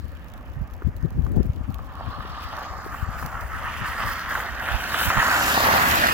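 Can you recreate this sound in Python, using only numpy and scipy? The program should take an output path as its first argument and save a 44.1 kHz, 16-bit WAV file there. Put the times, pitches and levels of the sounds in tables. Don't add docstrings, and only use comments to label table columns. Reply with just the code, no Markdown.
import sys
import numpy as np
from scipy import signal
from scipy.fft import rfft, irfft, next_fast_len
from scipy.io import wavfile
from scipy.ndimage import map_coordinates

SR = 44100
rng = np.random.default_rng(int(sys.argv[2]) if len(sys.argv) > 2 else 0)


def file_out(sig):
    cols = np.atleast_2d(sig).T
    lim = np.clip(cols, -1, 1)
    pcm = np.round(lim * 32767).astype(np.int16)
    wavfile.write(sys.argv[1], SR, pcm)


N = 270333

# start_s, left_db, right_db
BREEZE_LEVELS = [(0, -31, -39.5), (0.4, -39.5, -36.5), (0.68, -36, -39.5), (1, -30, -35.5),
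                 (1.3, -29.5, -27), (1.7, -29.5, -39), (2.5, -38, -42.5), (3.15, -31.5, -38),
                 (3.9, -34, -41.5), (4.5, -41, -39), (5.1, -35, -41)]
# centre_s, level_db, duration_s, upper_corner_hz, port (0 left, 1 right)
GUST_EVENTS = [(0.574, -20.5, 0.019, 195, 1), (0.613, -14.5, 0.021, 191, 1), (0.726, -25.5, 0.016, 181, 0),
               (0.852, -15, 0.0099, 190, 0), (0.873, -13, 0.018, 373, 0), (0.89, -18, 0.0095, 400, 0),
               (1.033, -19, 0.015, 382, 0), (1.053, -13.5, 0.016, 476, 0), (1.07, -25, 0.0044, 332, 0),
               (1.122, -26.5, 0.0069, 520, 0), (1.154, -22, 0.02, 350, 1), (1.192, -13.5, 0.029, 390, 0),
               (1.22, -23, 0.023, 197, 0), (1.273, -24, 0.038, 575, 0), (1.314, -17, 0.025, 496, 0),
               (1.371, -11.5, 0.02, 805, 0), (1.384, -9.5, 0.012, 170, 0), (1.404, -9.5, 0.016, 650, 0),
               (1.402, -30, 0.02, 240, 1), (1.457, -19.5, 0.023, 740, 0), (1.498, -18, 0.0071, 298, 1),
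               (1.498, -15.5, 0.0046, 260, 0), (1.568, -26, 0.019, 556, 0), (1.61, -18.5, 0.0081, 282, 0),
               (1.695, -19, 0.017, 298, 0), (1.811, -29.5, 0.022, 342, 0), (2.081, -19, 0.022, 330, 0),
               (2.195, -25, 0.024, 320, 0), (3.031, -19.5, 0.0099, 230, 0), (3.085, -19.5, 0.021, 240, 0),
               (3.248, -25.5, 0.054, 292, 0), (3.82, -25.5, 0.032, 430, 0), (4.052, -27, 0.066, 358, 0),
               (4.742, -16, 0.026, 162, 1), (5.076, -17.5, 0.02, 292, 1), (5.176, -11, 0.016, 250, 1)]
# frequency_hz, density_db (per Hz)
WIND_SPECTRUM = [(15, -26), (30, -1.5), (70, 3.5), (100, -7), (170, -16.5), (280, -31), (500, -32.5),
                 (1200, -62.5)]
# start_s, peak_db, left_minus_right_db
SLEET_TICKS = [(0.119, -44, -6), (0.245, -45, 7), (0.3005, -46, -6), (0.498, -53, -1), (0.5377, -49, 8),
               (0.629, -50, -4), (0.6744, -50, -2), (0.678, -49, -2), (0.7402, -46, -10), (0.766, -47, -8),
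               (0.966, -43, -10), (1.0266, -44, -10), (1.1053, -42, -5), (1.2216, -43, -5), (1.25, -45, 0),
               (1.267, -43.5, 6), (1.293, -47, -6), (1.319, -40, -9), (1.366, -41, -10), (1.381, -44, -2),
               (1.431, -40, -8), (1.444, -45, -5), (1.457, -47, -8), (1.466, -44, -11), (1.634, -54, -2),
               (1.704, -47, -3), (1.723, -45, -5), (1.7441, -33, -3), (1.7853, -43, -6), (1.8477, -48, -7),
               (1.954, -41, -1), (2.568, -33, -9), (2.591, -35, -1), (2.63, -37, -4), (3.262, -28, -4),
               (3.4096, -33, 1)]
# frequency_hz, gain_db
TICK_COLOUR = [(1000, -11), (3000, 3.5), (5000, 1.5), (7300, -3), (9000, -9), (12000, 0), (15000, 2.5)]
# frequency_hz, density_db (per Hz)
HISS_SPECTRUM = [(8500, -20), (12000, -3), (15000, 6)]
# frequency_hz, density_db (per Hz)
TRAFFIC_SPECTRUM = [(100, 3), (260, 6.5), (400, -7), (560, -1.5), (680, -7), (850, -13), (1300, -26),
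                    (2150, -15), (4000, -35), (7000, -33.5), (9000, -51), (16000, -54)]

SPEED_M_PER_S, PASS_S, NEAREST_M = 10.56, 5.854, 5.03
FLANK_S, FLANK_TURN_S = 5.11, 0.23
ABREAST_S, ABREAST_TURN_S = 5.32, 0.21
# time_s, right_port_lead_ms, directness (0-1)
CAR_BEARING = [(1.6, 0.14, 0.72), (3.2, 0.044, 0.84), (4.1, 0.047, 0.96), (5.2, 0.1, 0.98),
               (5.85, 0.32, 0.14), (6.13, 0.43, 0.9)]
# frequency_hz, shared_power (0-1)
PORT_LIKENESS = [(100, 0.68), (700, 0.99), (1500, 0.85), (2400, 0.54), (5000, 0.86), (8000, 0.047),
                 (16000, 0.11)]
# frequency_hz, density_db (per Hz)
RUMBLE_SPECTRUM = [(30, -41), (70, 7.5), (140, -4), (250, 0), (340, -5.5), (450, -10.5), (650, -65)]
ROAR_SPECTRUM = [(300, -13), (450, -9.5), (560, -2.5), (750, 2.5), (950, 0), (1150, -7), (1600, -62)]
CRUNCH_SPECTRUM = [(650, -24), (950, -5.5), (1150, -1.5), (1450, -4.5), (1850, -0.5), (2100, -7.5),
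                   (2400, -20), (3200, -58)]
SPLASH_SPECTRUM = [(1600, -27), (2200, -2), (2400, 1), (2750, 1.5), (3200, -2.5), (3700, -9), (4600, -37)]
SPRAY_SPECTRUM = [(2800, -10), (3700, 8), (4300, 7), (5400, 2), (6500, 2.5), (7400, 4), (8100, -5),
                  (10000, -50)]
MIST_SPECTRUM = [(6500, -3.5), (8400, -0.5), (10000, 1.5), (12000, 3.5), (14500, 8.5), (16000, 0.5)]
# time_s, roar_db, crunch_db, splash_db, spray_db, mist_db
ROAD_LEVELS = [(0, -19, -10.5, -18, 12, 7), (0.35, -6, -6, -15.5, -8, 0), (0.7, -8, -9.5, -21.5, -11, -7),
               (1.58, -8.5, -13.5, -19, -22, -16), (1.68, -3, -7, -19, -15, -2),
               (1.84, -3.5, -6, -15.5, -5, -6), (2.03, 0.5, 0.5, -5.5, 3.5, 0), (2.4, -2, 2.5, -1, 7, 3),
               (2.66, 3.5, 3.5, 0.5, 4, -1), (2.78, -2.5, 1, -9, 2.5, 1.5), (3.45, -2, 0.5, -8.5, -4, -2),
               (3.7, -5.5, 2.5, 0.5, 1, 2.5), (4.22, -9, 0.5, -1.5, 0.5, 1), (4.57, -6, -0.5, -2, -4, -3.5),
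               (4.92, -7.5, 0.5, 1, 2, 1.5), (5.2, -0.5, 6.5, 4.5, 3, 1), (5.55, -1.7, -0.2, 1, 2.5, 2.4),
               (6.13, -2.5, -0.5, 1, -2.5, -1.5)]
# peak_s, rise_s, crunch_change_db, spray_change_db, mist_change_db
PUDDLE_SWELLS = [(2.425, 0.013, -1, 5, 8), (2.6, 0.044, 0.6, 2.5, 0.5), (2.95, 0.037, -0.5, 1, 8.5),
                 (3.2, 0.09, 1.5, 4, 8), (3.74, 0.34, 0.5, 0, 3), (4.015, 0.048, 5, 1.3, 6),
                 (4.335, 0.054, 3.5, 1, 7.5), (4.68, 0.071, 3, 2, 9.5), (4.99, 0.058, 1, 0, 9.5),
                 (5.71, 0.083, 1.64, -1.6, -1.5), (6.041, 0.01, 2.9, 0.5, 0.5)]
# time_s, resonance_hz, ringing_mix (0-1)
WEDGE_RESONANCE = [(0.3, 1250, 0.16), (1.3, 1280, 0.07), (1.75, 1120, 0.8), (2.4, 1185, 0.82),
                   (3.3, 1280, 0.7), (4.0, 1320, 0.18), (4.7, 1490, 0.63), (5.4, 1440, 0.43),
                   (5.85, 1400, 0.05), (6.13, 1490, 0.37)]
# time_s, centre_hz, lift (linear gain of the added band)
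SIZZLE_BAND = [(1.8, 3400, 0.1), (2.1, 3900, 0.15), (2.45, 4900, 0.4), (2.85, 4760, 0.4), (3.3, 5270, 0.05),
               (3.85, 4930, 0.58), (4.3, 5770, 0.97), (4.6, 5600, 0.02), (5.15, 6500, 0.02),
               (5.45, 6300, 0.2), (6.0, 4930, 0.55)]
# time_s, first_notch_hz, echo_strength (0-1)
ROAD_ECHO = [(1.5, 1767, 0), (2.0, 2330, 0.55), (2.5, 2300, 0.62), (2.85, 3070, 0.43), (3.45, 3770, 0.47),
             (3.6, 2350, 0), (4.4, 2460, 0.49), (6.13, 3100, 0.02)]
# start_s, peak_db, pitch_hz
SLUSH_POPS = [(0.821, -24, 1270), (1.265, -23.5, 1150), (1.791, -23, 1110), (2.009, -18.5, 840),
              (2.206, -17.5, 1230), (2.577, -17.5, 1110), (2.585, -17, 1150), (2.944, -17.5, 1090),
              (3.141, -21, 1300), (3.227, -15, 1210), (3.353, -17, 1310), (3.732, -31, 1220),
              (3.847, -14, 1420), (3.966, -26, 1400), (4.036, -16, 1210), (4.073, -19.5, 1220),
              (4.178, -17.5, 1350), (4.309, -14, 1500), (4.354, -8, 1540), (4.402, -14, 1610),
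              (4.596, -19, 1470), (4.687, -8, 1420), (4.945, -6.5, 1440), (5.012, -7.5, 1460),
              (5.037, -11, 1610), (5.103, -1.5, 1290), (5.163, -15, 1340), (5.227, -6.5, 1030),
              (5.286, -6, 1010), (5.576, -4.5, 860), (5.686, -5, 910), (5.738, -4.5, 815), (6.039, 1, 1630),
              (6.087, -3.5, 1800)]
# start_s, left_db, right_db
HAND_BUMPS = [(0.821, -28, -28), (2.25, -30.5, -30), (2.863, -21.5, -46)]
# pitch_hz, level_db, t60_s
PELLET_MODES = [(2750, 1, 0.0043), (3760, 0.5, 0.0045), (4670, -9, 0.004), (6560, -9, 0.003)]
# frequency_hz, left_minus_right_db
CASE_TILT = [(100, 0), (350, 0.2), (700, -2), (1200, 0), (1800, -2), (2400, -6), (3100, 0), (3900, 8.8),
             (5000, 2.7), (6200, 3), (7400, 6), (8300, 1), (9400, 4.3), (14000, 2.6)]
# frequency_hz, left_db, right_db
AHEAD_COLOUR = [(2400, -0.5, 0), (3150, 0.5, 1), (3500, -0.5, -3.5), (4380, 2.5, 6.5), (5060, 1.5, 4),
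                (6540, 0.5, 1.5), (7460, 3, -4), (8340, -0.5, -9), (9200, 0.5, 1), (11000, 0, -11),
                (13000, -6, -0.5), (15800, 3.5, -9)]
# time_s, low_hz, low_depth, middle_hz, middle_depth, high_hz, high_depth
CASE_DIPS = [(3.6, 3900, 0.9, 7700, 0.05, 9700, 0.05), (4.1, 3800, 1, 7500, 0.85, 9700, 0.6),
             (4.45, 3900, 1, 7400, 0.6, 9650, 0.5), (4.95, 3950, 0.9, 7050, 0.2, 9450, 0.6),
             (5.35, 4000, 0.7, 6900, 0, 8900, 0.8), (5.7, 4270, 0, 6900, 0.2, 8700, 0),
             (5.95, 4430, 0, 7000, 0.05, 8700, 0.05)]


def from_db(db):
    return 10 ** (np.asarray(db) / 20)


def rms_one(x):
    return x / np.sqrt(np.mean(x ** 2) + 1e-20)


def in_time(rows):
    s, *columns = np.transpose(rows)
    return [np.interp(np.arange(N) / SR, s, column) for column in columns]


def until(s, turn_s):
    return .5 - .5 * np.tanh((np.arange(N) / SR - s) / turn_s)


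def bin_hz():
    return np.fft.rfftfreq(next_fast_len(N), 1 / SR)


def per_bin(points):
    hz, value = np.transpose(points)
    return np.interp(np.log(bin_hz() + 1), np.log(hz), value)


def filtered(x, gain):
    size = next_fast_len(N)
    return irfft(rfft(x, size) * gain, size)[..., :N]


def coloured(x, spectrum):
    return rms_one(filtered(x, from_db(per_bin(spectrum))))


def drift(rate_hz):
    size = N // 50
    hz = np.fft.rfftfreq(size, N / size / SR)
    slow = irfft(rfft(rng.standard_normal(size)) / (1 + (hz / rate_hz) ** 2), size)
    return np.interp(np.linspace(0, size - 1, N), np.arange(size), rms_one(slow))


def resonance(x, centre_hz, width_hz):
    r = np.exp(-np.pi * width_hz / SR)
    out, state, size = np.zeros_like(x), np.zeros((2, 2)), 2 ** 10
    for i in range(0, N, size):
        poles = [1, -2 * r * np.cos(2 * np.pi * centre_hz[i] / SR), r * r]
        out[:, i:i + size], state = signal.lfilter([1, 0, -1], poles, x[:, i:i + size], zi=state)
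    return out * (1 - r * r) / 2


def at_ports(x, lead_ms):
    left = map_coordinates(x, [np.arange(N) - lead_ms * SR / 1000], order=3)
    return np.array([left, x])


def grains(per_s, spread_db):
    out, born = np.zeros(N), rng.random(N) < per_s / SR
    chance = rng.uniform(-1, 1, N)[born]
    strength_db = spread_db * np.minimum(-np.log(np.abs(chance)), 4)
    out[born] = np.sign(chance) * from_db(strength_db)
    return rms_one(out)


def wind(gust_db, breeze_db, lumpy_db, knee_hz, ragged_db):
    lumps = from_db(lumpy_db * np.array([drift(30), drift(60)]))
    breeze = coloured(rng.standard_normal((2, N)) * lumps, WIND_SPECTRUM)
    out = from_db(np.array(in_time(BREEZE_LEVELS)) + breeze_db) * breeze
    t = np.arange(-SR // 10, SR // 10) / SR
    above_rumble = signal.butter(2, 44, "high", fs=SR, output="sos")
    for s, level_db, duration_s, corner_hz, port in GUST_EVENTS:
        whirls = signal.lfilter([1], [1, -np.exp(-2 * np.pi * knee_hz / SR)], rng.standard_normal(len(t)))
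        below_corner = signal.butter(2, corner_hz, fs=SR, output="sos")
        whirls = signal.sosfilt(np.vstack([above_rumble] + 3 * [below_corner]), whirls)
        whirls = whirls / (1 + (t / duration_s) ** 2) ** 2
        whirls = whirls / np.sqrt(np.sum(whirls ** 2) / (duration_s * SR))
        core = (t * corner_hz / 1.13) ** 2
        vortex = 2 * from_db(-3) * (1 - 2 * core) * np.exp(-core)
        gust = from_db(ragged_db) * whirls + vortex
        out[int(port > .5), int((s + t[0]) * SR):][:len(t)] += from_db(level_db + gust_db) * gust
    return out


def sleet(level_db, patter_db, per_s, decay_s):
    out, t = np.zeros((2, N)), np.arange(SR // 200) / SR
    for s, peak_db, pan_db in SLEET_TICKS:
        tick = rng.standard_normal((2, len(t))) * np.exp(-t / decay_s)
        tick = signal.lfilter([1, rng.uniform(-0.92, 0.37)], [1], tick)
        tick = tick / np.abs(tick).max(axis=1, keepdims=True)
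        ports_db = peak_db + level_db + np.array([[pan_db], [-pan_db]]) / 2
        out[:, int(s * SR):][:, :len(t)] += tick * from_db(ports_db)
    hits = np.abs([grains(per_s, 3.5), grains(per_s, 3.5)])
    envelope = signal.lfilter([1], [1, -np.exp(-1 / (decay_s * SR))], hits + 1e-18)
    flurries = from_db(2 * drift(7.4))
    patter = rms_one(envelope * rng.standard_normal((2, N)) * flurries) * from_db([[-3], [1]])
    return filtered(out + from_db(patter_db) * patter, from_db(per_bin(TICK_COLOUR)))


def recorder_hiss(level_db):
    return from_db(level_db) * coloured(rng.standard_normal((2, N)), HISS_SPECTRUM)


def far_traffic(level_db):
    wash = rng.standard_normal(N) + 0.04 * rng.standard_normal((2, N))
    return from_db(level_db) * coloured(wash, TRAFFIC_SPECTRUM)


def distance_m():
    return np.hypot(NEAREST_M, SPEED_M_PER_S * (np.arange(N) / SR - PASS_S))


def carried(level_db, loss_db_per_m, screened_db):
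    r = distance_m()
    head_on = until(FLANK_S, FLANK_TURN_S)
    return NEAREST_M / r * from_db(level_db - loss_db_per_m * (r - NEAREST_M) - screened_db * head_on)


def underbody():
    lead_ms, _ = in_time(CAR_BEARING)
    rumble = coloured(at_ports(rng.standard_normal(N), lead_ms), RUMBLE_SPECTRUM)
    return carried(level_db=-31.5, loss_db_per_m=0.77, screened_db=2.5) * rumble


def slush(spectrum, per_s, spread_db, flutter_db, flutter_hz, scatter):
    lead_ms, direct = in_time(CAR_BEARING)
    alike = np.clip(per_bin(PORT_LIKENESS), 0, 1)
    loose = np.clip((1 - direct) * scatter, 0, 1)
    shared = filtered(at_ports(grains(per_s, spread_db), lead_ms), np.sqrt(alike))
    own = filtered(np.array([grains(per_s, spread_db) for port in range(2)]), np.sqrt(1 - alike))
    both = np.sqrt(1 - loose) * (shared + own) + np.sqrt(loose) * rng.standard_normal((2, N))
    uneven = 1 - 0.57 * (1 - until(FLANK_S, FLANK_TURN_S))
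    return coloured(both * from_db(flutter_db * uneven * drift(flutter_hz)), spectrum)


def puddles():
    mist_lag_s = 0.011
    t, out = np.arange(N) / SR - np.array([[0], [0], [mist_lag_s]]), 0
    for s, rise_s, *swells_db in PUDDLE_SWELLS:
        width_s = np.where(t < s, rise_s, 1.92 * rise_s)
        out = out + np.array(swells_db)[:, None] * np.exp(-np.minimum(((t - s) / width_s) ** 2, 20))
    return out


def crackle():
    lead_ms, _ = in_time(CAR_BEARING)
    wedge_hz, _ = in_time(WEDGE_RESONANCE)
    bursts = at_ports(grains(per_s=150, spread_db=0.0), lead_ms)
    return rms_one(resonance(coloured(bursts, CRUNCH_SPECTRUM), wedge_hz, width_hz=430))


def dulled_by_distance(x, corner_hz):
    dull = filtered(x, 1 / np.hypot(1, (bin_hz() / corner_hz) ** 8))
    far = .5 + .5 * np.tanh((distance_m() - 39.7) / 3.2)
    return x + far * (dull - x)


def sizzling(x):
    centre_hz, lift = in_time(SIZZLE_BAND)
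    return x + lift * resonance(x, centre_hz, width_hz=1500)


def ground_echo(x):
    notch_hz, strength = in_time(ROAD_ECHO)
    late = np.arange(N) - SR / (2 * notch_hz)
    echo = np.array([map_coordinates(port, [late], order=3) for port in x])
    return (x + strength * echo) / np.sqrt(1 + strength ** 2)


def patchy(x, depth_db, patch_hz, patch_s):
    size = 2 ** 9
    _, _, frames = signal.stft(x, nperseg=size)
    field = rng.standard_normal(frames.shape[1:])
    for axis, steps in enumerate([patch_hz * size / SR, patch_s * SR / (size / 2)]):
        keep = np.exp(-1 / steps)
        field = signal.filtfilt([1 - keep], [1, -keep], field, axis=axis, padtype="even")
    gain = rms_one(from_db(depth_db * np.clip(rms_one(field), -2, 2)))
    return signal.istft(frames * gain, nperseg=size)[1][:, :N]


def tyres():
    roar_db, crunch_db, splash_db, spray_db, mist_db = in_time(ROAD_LEVELS)
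    swell_db, spray_swell_db, mist_swell_db = puddles()
    wedge_hz, ringing = in_time(WEDGE_RESONANCE)

    roar = slush(ROAR_SPECTRUM, per_s=1700, spread_db=3.0, flutter_db=2.04, flutter_hz=16, scatter=0.51)
    roar = roar * from_db(roar_db + 1.8 * swell_db)
    roar = roar * carried(level_db=-25, loss_db_per_m=0, screened_db=0.5)

    crunch = slush(CRUNCH_SPECTRUM, per_s=2800, spread_db=2.5, flutter_db=1.5, flutter_hz=9, scatter=0.7)
    wedge_ring = resonance(crunch, wedge_hz, width_hz=232)
    crunch = rms_one((1 - ringing) * crunch + 1.5 * ringing * wedge_ring)
    crunch = rms_one(crunch + from_db(-9.5) * crackle())
    crunch = crunch * from_db(crunch_db + swell_db)
    crunch = crunch * carried(level_db=-21.5, loss_db_per_m=0, screened_db=0)

    splash = slush(SPLASH_SPECTRUM, per_s=1200, spread_db=1.0, flutter_db=1.1, flutter_hz=16, scatter=1.0)
    splash = splash * from_db(splash_db + 0.63 * mist_swell_db)
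    splash = splash * carried(level_db=-29.0, loss_db_per_m=-0.13, screened_db=1.2)

    spray = slush(SPRAY_SPECTRUM, per_s=4500, spread_db=5.0, flutter_db=1.05, flutter_hz=46, scatter=1.0)
    spray = spray * from_db(spray_db + spray_swell_db)
    spray = spray * carried(level_db=-32.5, loss_db_per_m=0.3, screened_db=3.5)

    mist = slush(MIST_SPECTRUM, per_s=6500, spread_db=4.0, flutter_db=2.4, flutter_hz=10, scatter=0.092)
    mist = mist * from_db(mist_db + mist_swell_db)
    mist = mist * carried(level_db=-28.5, loss_db_per_m=0.3, screened_db=5.0)

    spurts = from_db(0.99 * drift(77))
    hiss = ground_echo(splash + dulled_by_distance(sizzling(spray), corner_hz=5230)) + mist
    hiss = patchy(hiss, depth_db=1.3, patch_hz=606, patch_s=0.06)
    tread = roar + dulled_by_distance(crunch, corner_hz=1860)
    return patchy(tread + spurts * hiss, depth_db=1.78, patch_hz=69, patch_s=0.0089)


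def pops(decay_s, level_db, after_db):
    lead_ms, _ = in_time(CAR_BEARING)
    out, t = np.zeros(2 * N), np.arange(SR // 100) / SR
    envelope = t / decay_s * np.exp(1 - t / decay_s)
    for s, peak_db, pitch_hz in SLUSH_POPS:
        burst = envelope * np.sin(2 * np.pi * pitch_hz * t)
        after_s = rng.uniform(0.0012, 0.00416)
        for delay_s, part_db in [(0, level_db), (after_s, level_db + after_db)]:
            out[int((s + delay_s) * SR):][:len(t)] += from_db(peak_db + part_db) * burst
    return at_ports(out[:N], lead_ms)


def bumps(pitch_hz, decay_s):
    out, t = np.zeros((2, N)), np.arange(SR // 20) / SR
    note = t / decay_s * np.exp(1 - t / decay_s) * np.sin(2 * np.pi * pitch_hz * t)
    for s, left_db, right_db in HAND_BUMPS:
        out[:, int(s * SR):][:, :len(t)] += from_db([[left_db], [right_db]]) * note
    return out


def far_splat(at_s, rise_s, level_db, centre_hz, width_hz):
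    t = np.maximum(np.arange(N) / SR - at_s, 0) / rise_s
    burst = resonance(rng.standard_normal((2, N)), np.full(N, centre_hz), width_hz)
    return from_db(level_db) * rms_one(burst) * t * np.exp(1 - np.minimum(t, 20))


def pellet(at_s, left_db, right_db):
    out, t = np.zeros((2, N)), np.arange(SR // 50) / SR
    ring = sum(from_db(db - 60 * t / t60_s) * np.sin(2 * np.pi * hz * t) for hz, db, t60_s in PELLET_MODES)
    ring = ring / np.abs(ring).max()
    out[:, int(at_s * SR):][:, :len(t)] = np.outer(from_db([left_db, right_db]), ring)
    return out


def case_shading(x):
    shade = from_db(per_bin(CASE_TILT) * np.array([[.5], [-.5]]))
    x = filtered(x, shade / np.sqrt(np.mean(shade ** 2, axis=0)))
    hz, *ports_db = np.transpose(AHEAD_COLOUR)
    ahead = filtered(x, from_db([per_bin(list(zip(hz, db))) for db in ports_db]))
    return x + until(ABREAST_S, ABREAST_TURN_S) * (ahead - x)


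def swept_dips(x):
    curves = in_time(CASE_DIPS)
    for hz, depth, width_hz in zip(curves[::2], curves[1::2], [780, 830, 970]):
        right_only = np.outer([0, 1], np.clip(depth, 0, 1))
        x = x - right_only * resonance(x, hz, width_hz)
    return x


def scene():
    at_recorder = wind(gust_db=-0.5, breeze_db=1.0, lumpy_db=3.5, knee_hz=31.8, ragged_db=-2.0)
    at_recorder = at_recorder + sleet(level_db=6, patter_db=-62, per_s=110, decay_s=0.00094)
    at_recorder = at_recorder + recorder_hiss(level_db=-70)
    car = underbody() + tyres() + pops(decay_s=0.00049, level_db=-4.0, after_db=-4.0)
    splat = far_splat(at_s=1.637, rise_s=0.0055, level_db=-53, centre_hz=2400, width_hz=330)
    around = far_traffic(level_db=-47.5) + splat
    touches = bumps(pitch_hz=357, decay_s=0.0013) + pellet(at_s=1.7438, left_db=-32, right_db=-28)
    return swept_dips(case_shading(car + around)) + at_recorder + touches


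def record(dry):
    dry = signal.sosfilt(signal.butter(2, 38, "high", fs=SR, output="sos"), dry)
    rounded = dry / (1 + dry ** 4) ** (1 / 4)
    return signal.sosfilt(signal.ellip(12, .1, 80, 15900, fs=SR, output="sos"), rounded)


dry = scene()
out = record(dry)
file_out(out)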